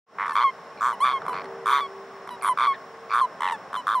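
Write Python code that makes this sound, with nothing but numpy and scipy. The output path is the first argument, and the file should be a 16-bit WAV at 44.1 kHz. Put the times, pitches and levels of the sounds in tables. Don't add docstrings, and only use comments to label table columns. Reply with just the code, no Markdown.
import sys
import numpy as np
from scipy import signal
from scipy.fft import rfft, irfft
from scipy.io import wavfile

SR = 44100
rng = np.random.default_rng(int(sys.argv[2]) if len(sys.argv) > 2 else 0)


def log_audio(samples):
    frames = np.atleast_2d(samples).T
    limited = np.clip(frames, -1, 1)
    pcm = np.round(limited * 32767).astype(np.int16)
    wavfile.write(sys.argv[1], SR, pcm)


N = 176400
TIME = np.arange(N) / SR
BIN_HZ = np.arange(N // 2 + 1) * SR / N

CHIRP_RISE_S, CHIRP_FALL_S, CHIRP_GLIDE_S, CHIRP_LEAD_S = 0.002082, 0.0045, 0.00287, 0.0003
PITCH_SAG, PITCH_SCATTER, PITCH_ROUGHNESS = 0.036, 0.012, 0.045
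FIRST_PUFF_DB, PUFF_SCATTER_DB = -2, 0.1
TRILL_SHIFT_DB = [-1, 3.5, 3.5, -5.5, -2, -3.5]
# centre_hz, width_hz, gain_db
CHIRP_RINGS = [(1754, 280, 4), (1980, 57, -11.5), (3600, 200, -5), (6100, 150, -10), (7400, 93, -15.5),
               (8950, 220, -6.5), (11900, 400, -8)]
# start_s, end_s, chirp_count, first_gap_ratio, last_gap_ratio (to the middle gap),
# first_db, middle_db, last_db, pitch_hz, chirp_fall_hz, overtone_db at each of COLOUR_HZ
TRILLS = [(0.1868, 0.2697, 9.0, 1.17, 1.19, -20, -21.5, -23.5, 1176, 339, -9, -24.5, -26, -45, -41, -45),
          (0.2656, 0.321, 5.0, 1.12, 0.83, -23, -21, -23.5, 1177, 150.0, -17, -23, -16, -32.5, -31, -37),
          (0.3561, 0.4352, 10.0, 1.23, 1.06, -13, -15, -16.5, 1144, 133, -13, -17.5, -18, -35.5, -39.5, -38),
          (0.8104, 0.9292, 15.0, 1.21, 1.22, -19.5, -16.5, -24, 1168, 203, -23.0, -24.5, -23.5, -26.5, -36.5, -30),
          (1.0448, 1.1299, 12.0, 0.96, 0.94, -15.5, -17, -24.5, 1150, 132, -12.0, -11.5, -16, -35, -33.5, -36),
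          (1.22, 1.22, 1.0, 1.0, 1.0, -27.5, -24.0, -24.0, 1305, 302, -11, -18, -16, -32, -38, -44),
          (1.255, 1.2957, 4.0, 0.64, 0.77, -32, -21.5, -22, 1149, 120.0, -19, -25.5, -23, -34, -30, -33),
          (1.3317, 1.4174, 9.0, 1.23, 1.04, -26, -27.5, -34, 1158, 288, -12, -18, -14, -34, -38.0, -40.0),
          (1.444, 1.456, 2.0, 1.0, 1.0, -31, -33.0, -35.5, 1110, 298, -13, -16, -6, -29, -25, -50.0),
          (1.66, 1.8062, 20.0, 1.33, 1.055, -17.5, -16, -23.5, 1164, 197, -17, -17, -17.5, -31, -31, -26),
          (2.276, 2.2918, 2.0, 1.0, 1.0, -29.0, -25, -28.5, 1120, 150.0, -15.5, -17, -17, -32, -25, -21),
          (2.4243, 2.464, 6.0, 1.03, 1.14, -26.5, -26, -27.0, 1150, 149, -9, -21, -15, -28, -6.5, -14),
          (2.4475, 2.4871, 5.0, 1.05, 0.86, -17.5, -17.5, -14, 1136, 200.0, -21, -16.5, -32, -36, -32.0, -40.0),
          (2.5759, 2.6705, 12.0, 1.63, 1.27, -17.5, -15.5, -18.5, 1145.0, 134, -13.5, -17, -16.5, -37.5, -34, -42),
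          (3.0975, 3.1428, 6.0, 1.17, 1.02, -32, -20.5, -24, 1178, 152, -11, -21.5, -10, -35.0, -39, -40.0),
          (3.1383, 3.2064, 9.0, 1.21, 1.0, -14, -15.5, -18, 1198, 250.0, -21.5, -18.5, -23.0, -35, -29.5, -35),
          (3.4077, 3.5241, 11.0, 1.28, 1.27, -20, -18.5, -23.5, 1038, 199, -15.5, -13, -22.5, -30, -34, -32),
          (3.7313, 3.7626, 4.0, 1.13, 0.84, -23.5, -22, -22, 1166, 281, -23.0, -14, -25, -29, -27.5, -30),
          (3.8707, 3.9454, 9.0, 1.11, 0.92, -15.5, -17.5, -20.5, 1210, 260.0, -29, -15.5, -21, -33, -30.5, -31)]


def trills():
    out = np.zeros(N)
    t = np.arange(-256, 384) / SR
    from_peak = np.where(t < 0, t / CHIRP_RISE_S, t / CHIRP_FALL_S)
    envelope = np.cos(np.pi / 2 * np.clip(from_peak, -1, 1)) ** 2
    slide = np.exp(-np.maximum(t, -CHIRP_RISE_S) / CHIRP_GLIDE_S) - 1
    for start, end, count, first_gap, last_gap, first_db, mid_db, last_db, hz, fall_hz, *colour in TRILLS:
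        count = round(count)
        onsets = np.r_[0, np.cumsum(arch(first_gap, 1, last_gap, count - 1))]
        levels_db = arch(first_db, mid_db, last_db, count)
        for progress, db in zip(onsets / max(onsets[-1], 1e-9), levels_db):
            sag = PITCH_SAG * (1 / 3 - progress ** 2)
            jitter = PITCH_SCATTER * rng.normal() + PITCH_ROUGHNESS * drift(SR / 20, len(t))
            pitch_hz = (hz + fall_hz * slide) * (1 + sag + jitter)
            chirp = larynx(pitch_hz, envelope, colour, TRILL_SHIFT_DB, progress, overtone_power=0.87)
            db += FIRST_PUFF_DB * (progress == 0) - PUFF_SCATTER_DB * rng.normal()
            peak_s = start + (end - start) * progress - CHIRP_LEAD_S
            add(out, peak_s + t[0], from_db(db) * chirp)
    return out + sum(from_db(db) * resonance(out, hz, width) for hz, width, db in CHIRP_RINGS)


THROB_DEPTH, THROB_HZ, THROB_DECAY_S = 0.2, 120, 0.013
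WHISTLE_SHIFT_DB = [9.5, 1.5, -3.5, -1, -8.5, -11.5]
# start_s, end_s, start_hz, end_hz, start_db, end_db, overtone_db at each of COLOUR_HZ
WHISTLES = [(0.287, 0.341, 936, 866, -37, -45, -2.0, -21, -25.0, -35.0, -26, -40.0),
            (0.328, 0.396, 1071, 1007, -29.5, -37, -15.5, -27, -23, -33.0, -25, -28),
            (0.438, 0.509, 1129, 1048.0, -14, -23.5, -13.5, -23.5, -29, -46, -46.5, -49),
            (0.931, 0.961, 1020, 952, -28.5, -43, -12, -12, -30, -29, -27, -25),
            (1.002, 1.051, 971, 1189, -24, -14, -14.5, -14.5, -23, -34, -21.5, -34),
            (1.132, 1.191, 1120, 1060, -20.5, -29.5, -11.5, -15.5, -22, -42, -39.5, -48),
            (1.279, 1.351, 1030, 981, -26.5, -33, -25, -25, -28, -36, -34, -27),
            (1.704, 1.744, 1042, 1190, -22, -18, -37, -17.5, -33, -43, -34, -38),
            (1.808, 1.876, 1167, 1089, -26, -38.5, -7.5, -7, -13.5, -34.0, -33, -38),
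            (2.304, 2.365, 998, 958, -33, -40.5, -22.0, -7.5, -9.5, -41, -23, -24),
            (2.468, 2.529, 1133, 1016, -27.5, -37.5, -25.0, -22, -23, -25.0, -8, -22),
            (2.491, 2.537, 1070, 991, -13.5, -22, -23.5, -27.5, -38, -47.0, -30, -45.0),
            (2.67, 2.738, 1140, 1082, -17, -26, -12, -18.5, -26.0, -43, -41, -46),
            (3.21, 3.264, 1107, 986, -13, -21, -34.5, -24, -28.0, -43.0, -35.5, -43),
            (3.517, 3.567, 979, 849, -24.5, -38.5, -12, -14, -22, -25, -31.5, -33.0),
            (3.766, 3.818, 1032, 988, -24, -35.5, -25, -0.5, -26, -30, -29.5, -36),
            (3.949, 4.005, 1087, 970, -14.5, -25, -32, -20, -29, -43, -37.0, -35)]


def whistles(attack_s=0.0045, release_s=0.013, bend_power=1.734, waver=0.0016):
    out = np.zeros(N)
    for start, end, start_hz, end_hz, start_db, end_db, *colour in WHISTLES:
        t = np.arange(int((end - start) * SR)) / SR
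        progress = t / t[-1]
        glide_hz = end_hz + (start_hz - end_hz) * (1 - progress) ** bend_power
        pitch_hz = glide_hz * (1 + waver * drift(300, N // 10)[:len(t)])
        envelope = np.minimum(t / attack_s, 1) * np.minimum((t[-1] - t) / release_s, 1)
        throb = np.exp(-THROB_DEPTH * np.exp(-t / THROB_DECAY_S) * np.cos(2 * np.pi * THROB_HZ * t))
        tone = larynx(pitch_hz, envelope * throb, colour, WHISTLE_SHIFT_DB, progress)
        add(out, start, from_db(start_db + (end_db - start_db) * progress) * tone)
    return out


COLOUR_HZ = [2200, 3400, 4400, 6800, 9500, 12500]
# frequency_hz, gain_db
THROAT = [(1800, 4.5), (2250, -6.5), (2700, -6.5), (3500, -4.5), (4400, -11), (5100, -18.5), (6200, -8.5),
          (7600, -8.5), (9500, -6.5), (12000, -15), (15500, -27.5)]


def larynx(pitch_hz, envelope, colour_db, shift_db, progress, overtone_power=1, scatter_db=2):
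    phase = 2 * np.pi * np.cumsum(pitch_hz) / SR
    out = envelope * np.sin(phase)
    for k, (scatter, offset) in enumerate(rng.standard_normal((14, 2)), 2):
        hz = k * pitch_hz
        db = at_hz(THROAT, hz) + np.interp(hz, COLOUR_HZ, colour_db) + scatter_db * scatter
        db += np.interp(hz, COLOUR_HZ, shift_db) * (progress - 0.5)
        out += from_db(db) * envelope ** overtone_power * np.sin(k * phase + np.pi * offset)
    return np.sqrt(2) * out


# start_s, end_s, start_hz, end_hz, added_band_db
THROAT_GLIDES = [(0.808, 0.92, 7450, 8900, 7), (1.644, 1.726, 8850, 9250, 8.5),
                 (1.72, 1.809, 3800, 3570, 5.5), (1.727, 1.812, 6140, 6000, 4),
                 (1.73, 1.806, 1980, 2000, 4.5), (2.57, 2.667, 9500, 9100, 4),
                 (2.602, 2.672, 3600, 3560, -1.5), (3.398, 3.536, 8200, 8300, 7)]


def gliding_throat(calls, width_hz=230):
    out = calls.copy()
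    pole = np.exp(-np.pi * width_hz / SR)
    for start, end, start_hz, end_hz, db in THROAT_GLIDES:
        part = calls[int(start * SR):int((end + 0.005) * SR)]
        carrier = np.exp(2j * np.pi * np.cumsum(np.linspace(start_hz, end_hz, len(part))) / SR)
        baseband = signal.lfilter([1 - pole], [1, -pole], part / carrier)
        band = 2 * (baseband * carrier).real
        add(out, start, from_db(db) * band * signal.windows.tukey(len(part), 0.1))
    return out


# frequency_hz, gain_db, t60_s
RASP_MODES = [(2337, -1, 0.0076), (4380, -10, 0.0076)]
# start_s, end_s, pulse_count, level_db
RASPS = [(0.776, 0.799, 3, -30), (1.33, 1.419, 9, -24.5), (2.414, 2.423, 2, -27.5), (3.1, 3.1427, 6, -25)]


def rasps(attack_s=0.0012, detune=0.04):
    out, t = np.zeros(N), TIME[:SR // 40]
    attack = np.minimum(t / attack_s, 1)
    for start, end, count, db in RASPS:
        for pulse_s in np.linspace(start, end, count):
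            for hz, mode_db, t60_s in RASP_MODES:
                envelope = attack * from_db(db + mode_db + rng.normal() - 60 * t / t60_s)
                ring_hz = hz * (1 + detune * rng.normal())
                add(out, pulse_s - 0.001, envelope * np.sin(2 * np.pi * ring_hz * t))
    return out


# start_s, level_db
SQUEAK = [(2.728, -35)]


def squeak(length_s=0.039, foot_hz=1418, top_hz=1870, roughness=0.13, overtone_db=-14):
    out, size = np.zeros(N), int(length_s * SR)
    for start, db in SQUEAK:
        pitch_hz = arch(foot_hz, top_hz, foot_hz, size) * (1 + roughness * drift(2000, N // 10)[:size])
        phase = 2 * np.pi * np.cumsum(pitch_hz) / SR
        tone = np.sin(phase) + from_db(overtone_db) * np.sin(2 * phase)
        add(out, start, from_db(db) * np.sqrt(np.hanning(size)) * tone)
    return out


# start_s, end_s, start_hz, end_hz, level_db
SQUEALS = [(3.418, 3.471, 3540, 3330, -42), (3.462, 3.51, 2950, 2130, -41)]


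def squeals(roughness=0.017):
    out = np.zeros(N)
    for start, end, start_hz, end_hz, db in SQUEALS:
        size = int((end - start) * SR)
        pitch_hz = np.linspace(start_hz, end_hz, size) * (1 + roughness * drift(1000, N // 10)[:size])
        tone = np.sin(2 * np.pi * np.cumsum(pitch_hz) / SR)
        add(out, start, from_db(db) * np.sqrt(np.hanning(size)) * tone)
    return out


# delay_ms, gain_db
WALL_ECHOES = [(3.4, -19.5), (5.3, -25.5)]
# frequency_hz, gain_db
SCATTER_SPECTRUM = [(1000, -27), (2200, -23.5), (4000, -9), (9000, -6), (14000, -6.5)]


def tub(calls, ring_t60_s=0.031, ring_db=-18.5, scatter_t60_s=0.02, pan_db=0.02):
    t = TIME[:SR // 4]
    echoes = sum(from_db(db) * np.interp(TIME - ms / 1000, TIME, calls) for ms, db in WALL_ECHOES)
    tails = [rng.standard_normal(len(t)) * from_db(-60 * t / t60) for t60 in (ring_t60_s, scatter_t60_s)]
    ring, scatter = [signal.fftconvolve(calls, tail / np.linalg.norm(tail))[:N] for tail in tails]
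    mid = calls + echoes + from_db(ring_db) * ring
    side = irfft(rfft(scatter) * from_db(at_hz(SCATTER_SPECTRUM, BIN_HZ)), N)
    return mid * from_db([[-pan_db], [pan_db]]) + side * [[1], [-1]]


# frequency_hz, relative_db
NIGHT_SPECTRUM = [(18, -85), (30, -45), (178, -12.5), (352, -15.5), (391, -11), (457, -9), (508, -11),
                  (610, -7), (928, -8.5), (1000, -10.5), (1110, -7), (1300, -12), (1530, -12.5),
                  (1880, -16.5), (2090, -18), (2260, -23), (4590, -32.5), (5370, -34.5), (6620, -36),
                  (12100, -48.5), (15700, -57)]
# frequency_hz, correlation
NIGHT_CORRELATION = [(60, 1), (1000, .99), (2500, 0.86), (5000, 0.27), (12000, 0.27)]
# time_s, gain_db
NIGHT_SWELL = [(0.06, -4), (0.17, 1), (0.6, 0), (1.1, 4), (1.33, 9), (1.55, 3), (1.95, 0.5), (2.6, 2.5),
               (3.0, 0), (3.5, 3), (4.0, 1)]


def night(level_db=-44.5, low_cut_hz=25, swell_top_hz=1800):
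    shape = from_db(at_hz(NIGHT_SPECTRUM, BIN_HZ)) * BIN_HZ / np.hypot(BIN_HZ, low_cut_hz)
    mid, side = rfft(rng.standard_normal((2, N))) * shape
    correlation = np.clip(at_hz(NIGHT_CORRELATION, BIN_HZ), 0, 0.998)
    stereo = np.sqrt(1 + correlation) * mid + np.sqrt(1 - correlation) * side * [[1], [-1]]
    noise = unit_rms(irfft(stereo, N))
    low = irfft(rfft(noise) / (1 + (BIN_HZ / swell_top_hz) ** 4), N)
    swell = from_db(np.interp(TIME, *np.transpose(NIGHT_SWELL)))
    return from_db(level_db) * (noise - low + low * swell)


# time_s, pitch_hz, level_db
HUM_LOW = [(0.1, 402.6, -61), (1.0, 396.5, -63.5), (1.5, 392, -45.5), (2.05, 392.9, -48.5),
           (2.6, 388.2, -52), (4.0, 380.2, -74.5)]
HUM_HIGH = [(0.1, 465.3, -55.5), (1.1, 463, -55.5), (1.55, 459.5, -41.5), (2.0, 457.4, -53),
            (2.4, 458.8, -62.5), (3.0, 454.7, -49.5), (4.0, 451, -70)]


def hum(note, waver_db=2, waver_hz=1.58):
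    time_s, hz, db = np.transpose(note)
    pitch_hz = np.interp(TIME, time_s, hz) + waver_hz * drift(15, N)
    level_db = np.interp(TIME, time_s, db) + waver_db * drift(13, N)
    return np.sqrt(2) * from_db(level_db) * np.sin(2 * np.pi * np.cumsum(pitch_hz) / SR)


# centre_hz, width_hz, level_db
FAR_BANDS = [(1084.3, 70, -51), (5375, 410, -64.5), (15685, 8, -85.5)]


def far_bands():
    out = np.zeros(N)
    for hz, width_hz, db in FAR_BANDS:
        spectrum = rfft(rng.standard_normal(N)) / (1 + (2 * (BIN_HZ - hz) / width_hz) ** 2)
        out += from_db(db) * unit_rms(irfft(spectrum, N))
    return out


def from_db(db):
    return 10 ** (np.asarray(db) / 20)


def unit_rms(x):
    return x / np.sqrt(np.mean(x ** 2) + 1e-20)


def at_hz(points, hz):
    point_hz, values = np.transpose(points)
    return np.interp(np.log(np.maximum(hz, 1)), np.log(point_hz), values)


def drift(rate_hz, size):
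    position = np.arange(size) * rate_hz / SR
    knots = rng.standard_normal(int(position[-1]) + 2)
    return np.interp(position, np.arange(len(knots)), knots)


def arch(first, middle, last, count):
    u = np.linspace(0, 1, count)
    return first + (last - first) * u + (middle - (first + last) / 2) * 4 * u * (1 - u)


def add(out, start_s, sound):
    i = max(int(start_s * SR), 0)
    out[i:i + len(sound)] += sound[:max(N - i, 0)]


def resonance(x, hz, width_hz):
    radius = np.exp(-np.pi * width_hz / SR)
    numerator = np.array([1, 0, -1]) * (1 - radius ** 2) / 2
    denominator = [1, -2 * radius * np.cos(2 * np.pi * hz / SR), radius ** 2]
    return signal.lfilter(numerator, denominator, x + 1e-18)


def scene(low_cut_hz=730):
    background = night() + far_bands() + hum(HUM_LOW) + hum(HUM_HIGH)
    calls = gliding_throat(trills() + whistles()) + squeak() + rasps() + squeals()
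    low_cut = signal.butter(2, low_cut_hz, "high", fs=SR, output="sos")
    return tub(signal.sosfilt(low_cut, calls)) + background


def record(dry, silence_s=0.063, fade_s=0.16, cutoff_hz=15900):
    fade_in = np.clip((TIME - silence_s) / fade_s, 0, 1)
    low_pass = signal.ellip(12, 0.1, 80, cutoff_hz, fs=SR, output="sos")
    return signal.sosfilt(low_pass, dry * fade_in)


dry = scene()
out = record(dry)
log_audio(out)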